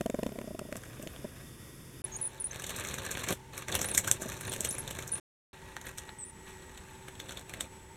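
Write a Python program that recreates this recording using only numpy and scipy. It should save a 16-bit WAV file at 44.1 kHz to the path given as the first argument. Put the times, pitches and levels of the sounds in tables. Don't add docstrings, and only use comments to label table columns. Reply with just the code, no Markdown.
import sys
import numpy as np
from scipy import signal
from scipy.io import wavfile
from scipy.ndimage import uniform_filter1d

SR = 44100
rng = np.random.default_rng(int(sys.argv[2]) if len(sys.argv) > 2 else 0)


def generate_wav(sig):
    pcm = np.round(np.clip(np.atleast_2d(sig).T, -1, 1) * 32767).astype(np.int16)
    wavfile.write(sys.argv[1], SR, pcm)


N = 351036

# start t/s, end t/s, microphone housing dip f/Hz, dip width/Hz, dip depth/dB, room air level/dB
VIEW_ROWS = [(0, 2.019, 4080, 500, -13, -51), (2.04, 5.199, 4850, 350, -7.5, -51),
             (5.531, 7.97, 4800, 350, -8, -51.5)]
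# f/Hz, relative level/dB
SNAP_SPECTRUM = [(4300, -22), (5200, -3), (6200, 1), (8000, 2.5), (10000, -6), (13000, -1.5), (15500, -18)]
# f/Hz, relative level/dB
HOLLOW_SPECTRUM = [(500, -23), (800, -1), (1600, 3), (2400, 0.5), (3300, -3.5), (4400, 0), (5500, -50.5)]


def amp(db):
    return 10 ** (np.asarray(db) / 20)


def evened(x):
    return x / np.sqrt(np.mean(x ** 2) + 1e-20)


def peaked(x):
    return x / abs(x).max()


def read(points, hz):
    f, value = np.transpose(points)
    return np.interp(np.log(hz + 1), np.log(f + 1), value)


def add(mix, s, sound):
    part = mix[round(s * SR):][:len(sound)]
    part += sound[:len(part)]


def colour(x, spectrum, modes=()):
    hz = abs(np.fft.fftfreq(8192, 1 / SR))
    bumps = sum(db / (1 + (2 * (hz - f) / width) ** 2) for f, width, db in modes)
    log_gain = np.log(amp(read(spectrum, hz) + bumps))
    response = np.exp(log_gain - 1j * signal.hilbert(log_gain).imag)
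    taps = np.fft.ifft(response).real[:4096]
    return signal.oaconvolve(x, taps / np.linalg.norm(taps))[:len(x)]


def slow(count, hz):
    return evened(signal.lfilter(*signal.butter(1, hz, fs=SR), rng.standard_normal(count)))


def tinted(noise, hz, share, sharp):
    patch = signal.lfilter(*signal.iirpeak(hz, sharp, fs=SR), noise)
    return noise + share * evened(patch)


def wheels():
    # f/Hz, relative level/dB
    rumble_spectrum = [(25, -20), (55, 0), (90, 2.5), (200, -4.5), (500, -7), (750, -11), (1100, -42)]
    # f/Hz, width/Hz, level above their surroundings/dB
    shell_modes = [(531, 89, 5), (1600, 60, 4), (2256, 45, 3.5), (3460, 680, 6.5), (5950, 200, 4),
                   (8500, 330, 2), (9660, 200, 4.5)]
    thump_db = [4, -1, -3.5]

    bright, hollow = wheel_ticks()
    t = np.arange(N) / SR
    thump = sum(amp(db) * (t >= view[0]) * (t < view[1]) for view, db in zip(VIEW_ROWS, thump_db))
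    low = hollow * thump
    rolling_bright, rolling_hollow, rolling_low = pulled_rattle()
    bright = colour(bright + rolling_bright, SNAP_SPECTRUM, shell_modes)
    hollow = colour(hollow + rolling_hollow, HOLLOW_SPECTRUM, shell_modes)
    return bright + hollow + colour(low + rolling_low, rumble_spectrum, shell_modes)


def wheel_ticks():
    # t/s (strike 1 ms later), bright snap peak level/dB,
    # hollow body level/dB against it, [share of scrape and settling left, 0-1; all of it if absent]
    tick_rows = [(0.7667, -29, -16), (0.835, -39, 0), (1.0256, -35, -8), (1.0725, -33, 4, .3),
                 (1.1615, -45, 12, .4), (2.531, -37, 1), (2.5583, -33, 0, .5), (2.597, -33, -4),
                 (2.6205, -30, -2), (2.6416, -28, -1.5), (2.666, -27.5, -7), (2.6932, -29, -1.5),
                 (2.7045, -28, -2), (2.7628, -29, -28), (2.797, -24.5, -10, .5), (2.8379, -31, -8, .5),
                 (2.848, -32, 1), (2.8714, -29, -9.5), (2.886, -30, -5), (2.911, -32, 3),
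                 (2.9403, -23, -4.5), (2.9836, -30, 2), (3.051, -34, -23), (3.113, -23, -11),
                 (3.151, -40.5, 13), (3.171, -29, 5, .6), (3.194, -28, -3), (3.239, -28, 0),
                 (3.2863, -21.5, -4), (3.3054, -22, 0, .6), (3.3249, -23.5, -3), (3.5777, -25.5, -5),
                 (3.683, -26.5, 0.5), (3.7239, -24.5, 2), (3.743, -22, -5), (3.7514, -12, -6, .7),
                 (3.7912, -23, -6), (3.8144, -18, -6.5), (3.8288, -25.5, -3), (3.844, -25, 1),
                 (3.8863, -25.5, -4), (3.9479, -17, -5.5), (3.977, -8, -8), (4.045, -30.5, 2.5),
                 (4.0758, -20, -1.5), (4.1128, -5, -11, .35), (4.2199, -25, -9), (4.319, -30, -1),
                 (4.409, -26, -5), (4.519, -30, -2), (4.5279, -22, -6.5, .6), (4.536, -25, -5),
                 (4.562, -30, -3, .6), (4.6059, -18, -18, .5), (4.635, -28, -10, .4), (4.6478, -20, -1.5),
                 (4.7087, -25.5, -25), (4.751, -34, -2), (4.783, -29, -3.5), (4.8763, -30, 2, .6),
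                 (4.9083, -31, 0), (4.9876, -27, -1), (5.024, -33, -1.5), (5.0764, -29, -23),
                 (5.7655, -29, 4.5, .4), (5.813, -39, 4), (5.867, -35, 3), (5.976, -36, -5),
                 (5.9821, -28, -3, .7), (6.0908, -43.5, 8.5), (6.775, -39, 2.5), (7.0831, -39, 4.5),
                 (7.1531, -42, 7), (7.199, -34.5, 3), (7.2924, -34, 5), (7.308, -36, 5), (7.321, -35, 1),
                 (7.372, -36, 7), (7.393, -32, -8, .5), (7.494, -30, -2, .6), (7.5372, -34, 4),
                 (7.6072, -23, 0, .7)]
    scrape_share, scrape_t60_s, tint = 0.33, 0.024, 0.4

    bright, hollow, t = np.zeros(N), np.zeros(N), np.arange(-.006, .09, 1 / SR)
    for s, db, body_db, *left in tick_rows:
        bright_noise, hollow_noise, lump_noise = rng.standard_normal((3, len(t)))
        bright_spot, hollow_spot = rng.random(2)
        lumps = np.prod(left) * amp(2.1 * evened(uniform_filter1d(lump_noise, 60)))
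        hard = np.clip((db + 58.5) / 35, .1, 1)
        settling = 0.31 * lumps * amp(-60 * t / (0.026 + 0.06 * hard))
        after = amp(-60 * t / 0.004) + settling
        scrape = scrape_share * np.prod(left) * lumps * amp(60 * t / scrape_t60_s)
        shape = np.where(t < 0, scrape, after)
        snap = shape * tinted(bright_noise, 5900 + 4600 * bright_spot, tint, sharp=4.9)
        body = shape * tinted(hollow_noise, 1400 + 2300 * hollow_spot, tint, sharp=6.9)
        add(bright, s - .005, amp(db) * peaked(snap))
        add(hollow, s - .005, amp(db + body_db) * peaked(body))
    return bright, hollow


def pulled_rattle():
    # start t/s, end t/s, hollow rattle level/dB at the start, at the end,
    # bright rattle level/dB against it, carpet rumble level/dB against it
    pull_rows = [(0.704, 1.463, -64, -68, -5, 10), (2.01, 2.52, -64, -68.5, 0, 10),
                 (2.5, 2.724, -60, -54, -0.5, 5), (2.696, 3.275, -52.5, -51.5, -2.5, 4),
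                 (3.253, 3.342, -53.5, -41, -2, 7), (3.522, 3.658, -51, -56, -4, 1.5),
                 (3.67, 4.201, -50, -60.5, -0.5, 9.5), (4.194, 4.412, -52, -60.5, 3, 7.5),
                 (4.42, 5.204, -54.5, -61, 1, 8), (5.512, 5.804, -66, -65, -4.5, 3),
                 (5.83, 5.92, -56, -53, -1, 1), (5.905, 6.116, -65, -69, -1, 5),
                 (6.456, 6.598, -58.5, -70, -2, -2), (6.58, 7.145, -63.5, -71.5, -2, -1),
                 (7.208, 7.436, -62, -62.5, -2, 8.5), (7.467, 7.678, -61, -60.5, -4, 10)]
    start_stop_s = 0.023

    bright, hollow, low, t = np.zeros(N), np.zeros(N), np.zeros(N), np.arange(N) / SR
    shared = impacts()
    shell = rattle(shared, 1128, 3880, 0.044, count=4)
    rails = rattle(shared, 6000, 12000, 0.007, count=5)
    carpet = evened(np.sqrt(uniform_filter1d(abs(shell), 600)) * rng.standard_normal(N))
    for start, end, from_db, to_db, bright_db, low_db in pull_rows:
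        on = np.clip(np.minimum(t - start, end - t) / start_stop_s, 0, 1)
        level = on * amp(np.interp(t, (start, end), (from_db, to_db)))
        hollow += level * shell
        bright += level * rails * amp(bright_db)
        low += level * carpet * amp(low_db)
    return bright, hollow, low


def rattle(shared, low_hz, high_hz, t60, count):
    t, out = np.arange(2000) / SR, np.zeros(N)
    bump = (1 - np.exp(-t / 0.0003)) * amp(-60 * t / t60)
    for hz in np.geomspace(low_hz, high_hz, count):
        hits = signal.oaconvolve(shared + 0.81 * impacts(), bump)[:N]
        part = tinted(rng.standard_normal(N), hz, 1.3, sharp=7)
        out += np.sqrt(evened(hits) ** 2 + .06) * part
    return evened(out)


def impacts():
    size_db = 4.5 * np.minimum(rng.exponential(1, N), 3.5)
    return (rng.random(N) < 145 / SR) * amp(size_db)


def squeaks():
    # start t/s, length/s, pitch f/Hz at the start, at the end, extra rise midway/Hz (negative sags),
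    # level/dB at the start, at the end (before arch and flutter)
    slip_rows = [(2.042, 0.0092, 9100, 9900, 400, -35, -21), (2.117, 0.05, 6600, 6730, 0, -52, -37),
                 (2.164, 0.016, 9250, 9240, 0, -34.5, -50), (2.213, .018, 10270, 10000, 0, -30.5, -30.5),
                 (2.234, 0.045, 10240, 10220, -400, -35, -31.5), (2.4, 0.025, 9640, 8900, 897, -29, -32),
                 (2.442, 0.031, 9420, 10060, -100, -32, -35.5), (2.51, 0.01, 6300, 6500, 0, -41, -39),
                 (3.856, 0.063, 8700, 8100, 2496, -33, -25), (3.936, 0.011, 9200, 9900, 0, -34, -36),
                 (4.469, 0.005, 9600, 9600, 0, -38, -40), (4.494, 0.0082, 9540, 9600, 0, -25.5, -42),
                 (4.688, 0.015, 9500, 9250, 0, -30.5, -35), (4.705, .048, 9700, 9600, 1100, -34, -36),
                 (4.783, 0.027, 9340, 9000, 1894, -32, -30.5), (5.118, .022, 9200, 9000, 900, -25, -29),
                 (5.14, 0.052, 8900, 9400, 602, -29, -49), (5.984, .013, 4600, 7000, 500, -44, -44),
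                 (6.185, 0.06, 8300, 7940, 0, -43.5, -41.5), (6.248, 0.064, 9170, 8900, 96, -44.5, -51)]
    arch_softer_db_per_khz = 5.5
    # level/dB, share by which its pitch strays midway
    wheel_pair = (0, 0), (-6.5, -0.041)

    out = np.zeros(N)
    for start, length, from_hz, to_hz, arch_hz, from_db, to_db in slip_rows:
        t = np.arange(0, length, 1 / SR)
        u = t / length
        arch = arch_hz * (1 - abs(2 * u - 1) ** 3.0)
        edge = np.clip(np.minimum(t / .0009, (length - t) / 0.0022), 0, 1)
        level_db = from_db + (to_db - from_db) * u
        level_db = level_db - arch_softer_db_per_khz * np.maximum(arch, 0) / 1000
        for wheel_db, apart in wheel_pair:
            wobble, flutter = smooth_noise(len(t)), smooth_noise(len(t))
            stray = 1 + apart * np.sin(np.pi * u) + 0.014 * wobble
            pitch = (from_hz + (to_hz - from_hz) * u + arch) * stray
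            tone = np.sin(2 * np.pi * np.cumsum(pitch) / SR)
            add(out, start, amp(level_db + wheel_db + 3.2 * flutter) * edge * tone)
    return out


def smooth_noise(count):
    once = uniform_filter1d(rng.standard_normal(4000), 90)
    return evened(uniform_filter1d(once, 90))[:count]


def tinks():
    # t/s, peak level/dB
    tink_rows = [(.197, -46), (.326, -46), (1.022, -41), (1.132, -45), (5.855, -42), (5.886, -43)]
    # f/Hz, level/dB, t60/s
    metal_modes = [(12050, 0, .04), (13300, 0, .006)]

    t, out = np.arange(3000) / SR, np.zeros(N)
    ring = sum(amp(db - 60 * t / t60) * np.sin(2 * np.pi * hz * t) for hz, db, t60 in metal_modes)
    for s, db in tink_rows:
        add(out, s, amp(db) * peaked(ring))
    return out


def echo(x, t60):
    taps = np.zeros(SR // 2)
    at = np.arange(150, len(taps) - 20, 20)
    taps[at + rng.integers(0, 20, len(at))] = rng.choice([-1., 1.], len(at))
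    taps *= amp(-60 * np.arange(len(taps)) / SR / t60)
    return signal.oaconvolve(x, taps / np.linalg.norm(taps))[:N]


def knocks():
    # t/s, dull peak level/dB, sharp tick level/dB against it (before the tick's filters)
    knock_rows = [(0.007, -21.5, -2.5), (0.058, -19.5, -4), (0.096, -21.5, -3), (0.142, -20, -12),
                  (0.187, -23, -10.5), (0.229, -20.5, -6), (0.262, -22, -3.5), (0.289, -32, -6),
                  (0.318, -33, -9), (0.355, -33, -12), (0.385, -27.5, -4), (0.411, -31.5, -4.5),
                  (0.441, -33, -26), (0.474, -30, -14), (0.506, -30.5, -24), (0.546, -29, -13),
                  (0.589, -32, 7), (0.613, -31.5, -22), (0.651, -36, -31), (0.687, -35, -22),
                  (0.7225, -28.5, 0.5), (0.753, -33, 3), (0.996, -35, -29), (1.031, -34, -18),
                  (1.065, -31, -20), (1.244, -27, -38), (3.305, -26, -12), (3.322, -27, -10),
                  (4.197, -38, -10), (4.218, -32, -25), (4.256, -29, -25), (4.603, -32.5, -25),
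                  (4.711, -36, -25)]
    # f/Hz, level/dB, t60/s without the hand
    case_modes = [(243, 6, 0.028), (381, 5.5, 0.028), (488, 1, 0.024), (620, 12.5, 0.045), (1000, 9, 0.027)]
    grip_s = 0.027
    soft_dulls = 0.25
    tick_lag_s = 0.0035

    t, dull, ticks = np.arange(3000) / SR, np.zeros(N), np.zeros(N)
    push = np.exp(-((t[:200] - .002) / 0.0004) ** 2) - .45 * np.exp(-((t[:200] - .001) / .0006) ** 2)
    for s, db, tick_db in knock_rows:
        draw = rng.standard_normal(400)
        ring = np.zeros(len(t))
        for k, (f, mode_db, t60) in enumerate(case_modes):
            tilt_db = soft_dulls * min(db + 23, 0) * np.log2(f / 370)
            level = amp(mode_db + tilt_db + 1.5 * draw[k] - 60 * t / t60)
            ring += level * np.sin(2 * np.pi * f * (1 + 0.04 * draw[9 + k]) * t)
        ring = np.convolve(push, ring * amp(-60 * (t / grip_s) ** 2))
        rebound_s = 0.0044 + 0.0007 * draw[20]
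        ring = ring + 0.8 * np.roll(ring, round(SR * rebound_s))
        add(dull, s, amp(db) * peaked(ring))
        tick = draw * amp(-60 * t[:400] / 0.01)
        add(ticks, s + tick_lag_s, amp(db + tick_db) * peaked(tick))
    return dull + colour(ticks, HOLLOW_SPECTRUM) + amp(-6.5) * colour(ticks, SNAP_SPECTRUM)


def room_air():
    # f/Hz, relative level/dB per Hz
    air_first = [(25, -14.5), (60, -1.5), (130, -6), (330, -8.5), (560, -18), (780, -28), (950, -21.5),
                 (1900, -24.5), (2800, -26), (7000, -28), (10000, -27), (13400, -33), (16000, -42)]
    air_later = [(25, -7), (60, 4), (130, 0.5), (300, -7), (520, -11.5), (720, -22), (1100, -18),
                 (1900, -13.5), (4000, -23.5), (7800, -22), (11000, -27), (16000, -39)]
    # f/Hz, width/Hz, level above their surroundings/dB
    bands_first = [(3560, 200, 10), (5160, 200, 6), (11000, 700, 7), (12950, 500, 7)]
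    bands_later = [(887, 180, 18.7), (3500, 100, 4.9)]
    # f/Hz, peak level/dB before wavering
    hum_rows = [(129, -55), (377, -57.5), (1906, -67.5), (1906, -61), (7881, -61)]
    # start t/s, end t/s
    hum_times = [(0, 5.2), (2.03, 8), (0, 2.03), (5.5, 6.8), (6.06, 8)]

    t, out = np.arange(N) / SR, np.zeros(N)
    first, later = (air_first, bands_first), (air_later, bands_later)
    for (start, end, *_, db), air in zip(VIEW_ROWS, (first, later, later)):
        on = (t >= start - .01) * (t < end + .01)
        out += amp(db) * colour(rng.standard_normal(N), *air) * on
    for (start, end), (hz, db) in zip(hum_times, hum_rows):
        phase = 2 * np.pi * hz * t + 0.39 * slow(N, 6)
        out += amp(db + 1.3 * slow(N, 4.1)) * np.sin(phase) * (t >= start) * (t < end)
    return out * amp(1.4 * slow(N, 1.0))


def scene():
    train = wheels() + squeaks() + tinks()
    return (train + amp(-15.5) * echo(train, 0.12) + knocks() + room_air())[None]


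def record(dry):
    edge_hz = 16450
    t, out = np.arange(N) / SR, np.zeros(N)
    flat = [(20, 0), (SR / 2, 0)]
    for start, end, hz, width, dip_db, _ in VIEW_ROWS:
        gate = np.clip(np.minimum(t - start, end - t) / 0.00043, 0, 1)
        out += gate * colour(dry[0], flat, [(hz, width, dip_db)])
    low_pass = signal.firwin(511, edge_hz, window=("kaiser", 9), fs=SR)
    return signal.oaconvolve(out, low_pass, "same")[None]


dry = scene()
out = record(dry)
generate_wav(out)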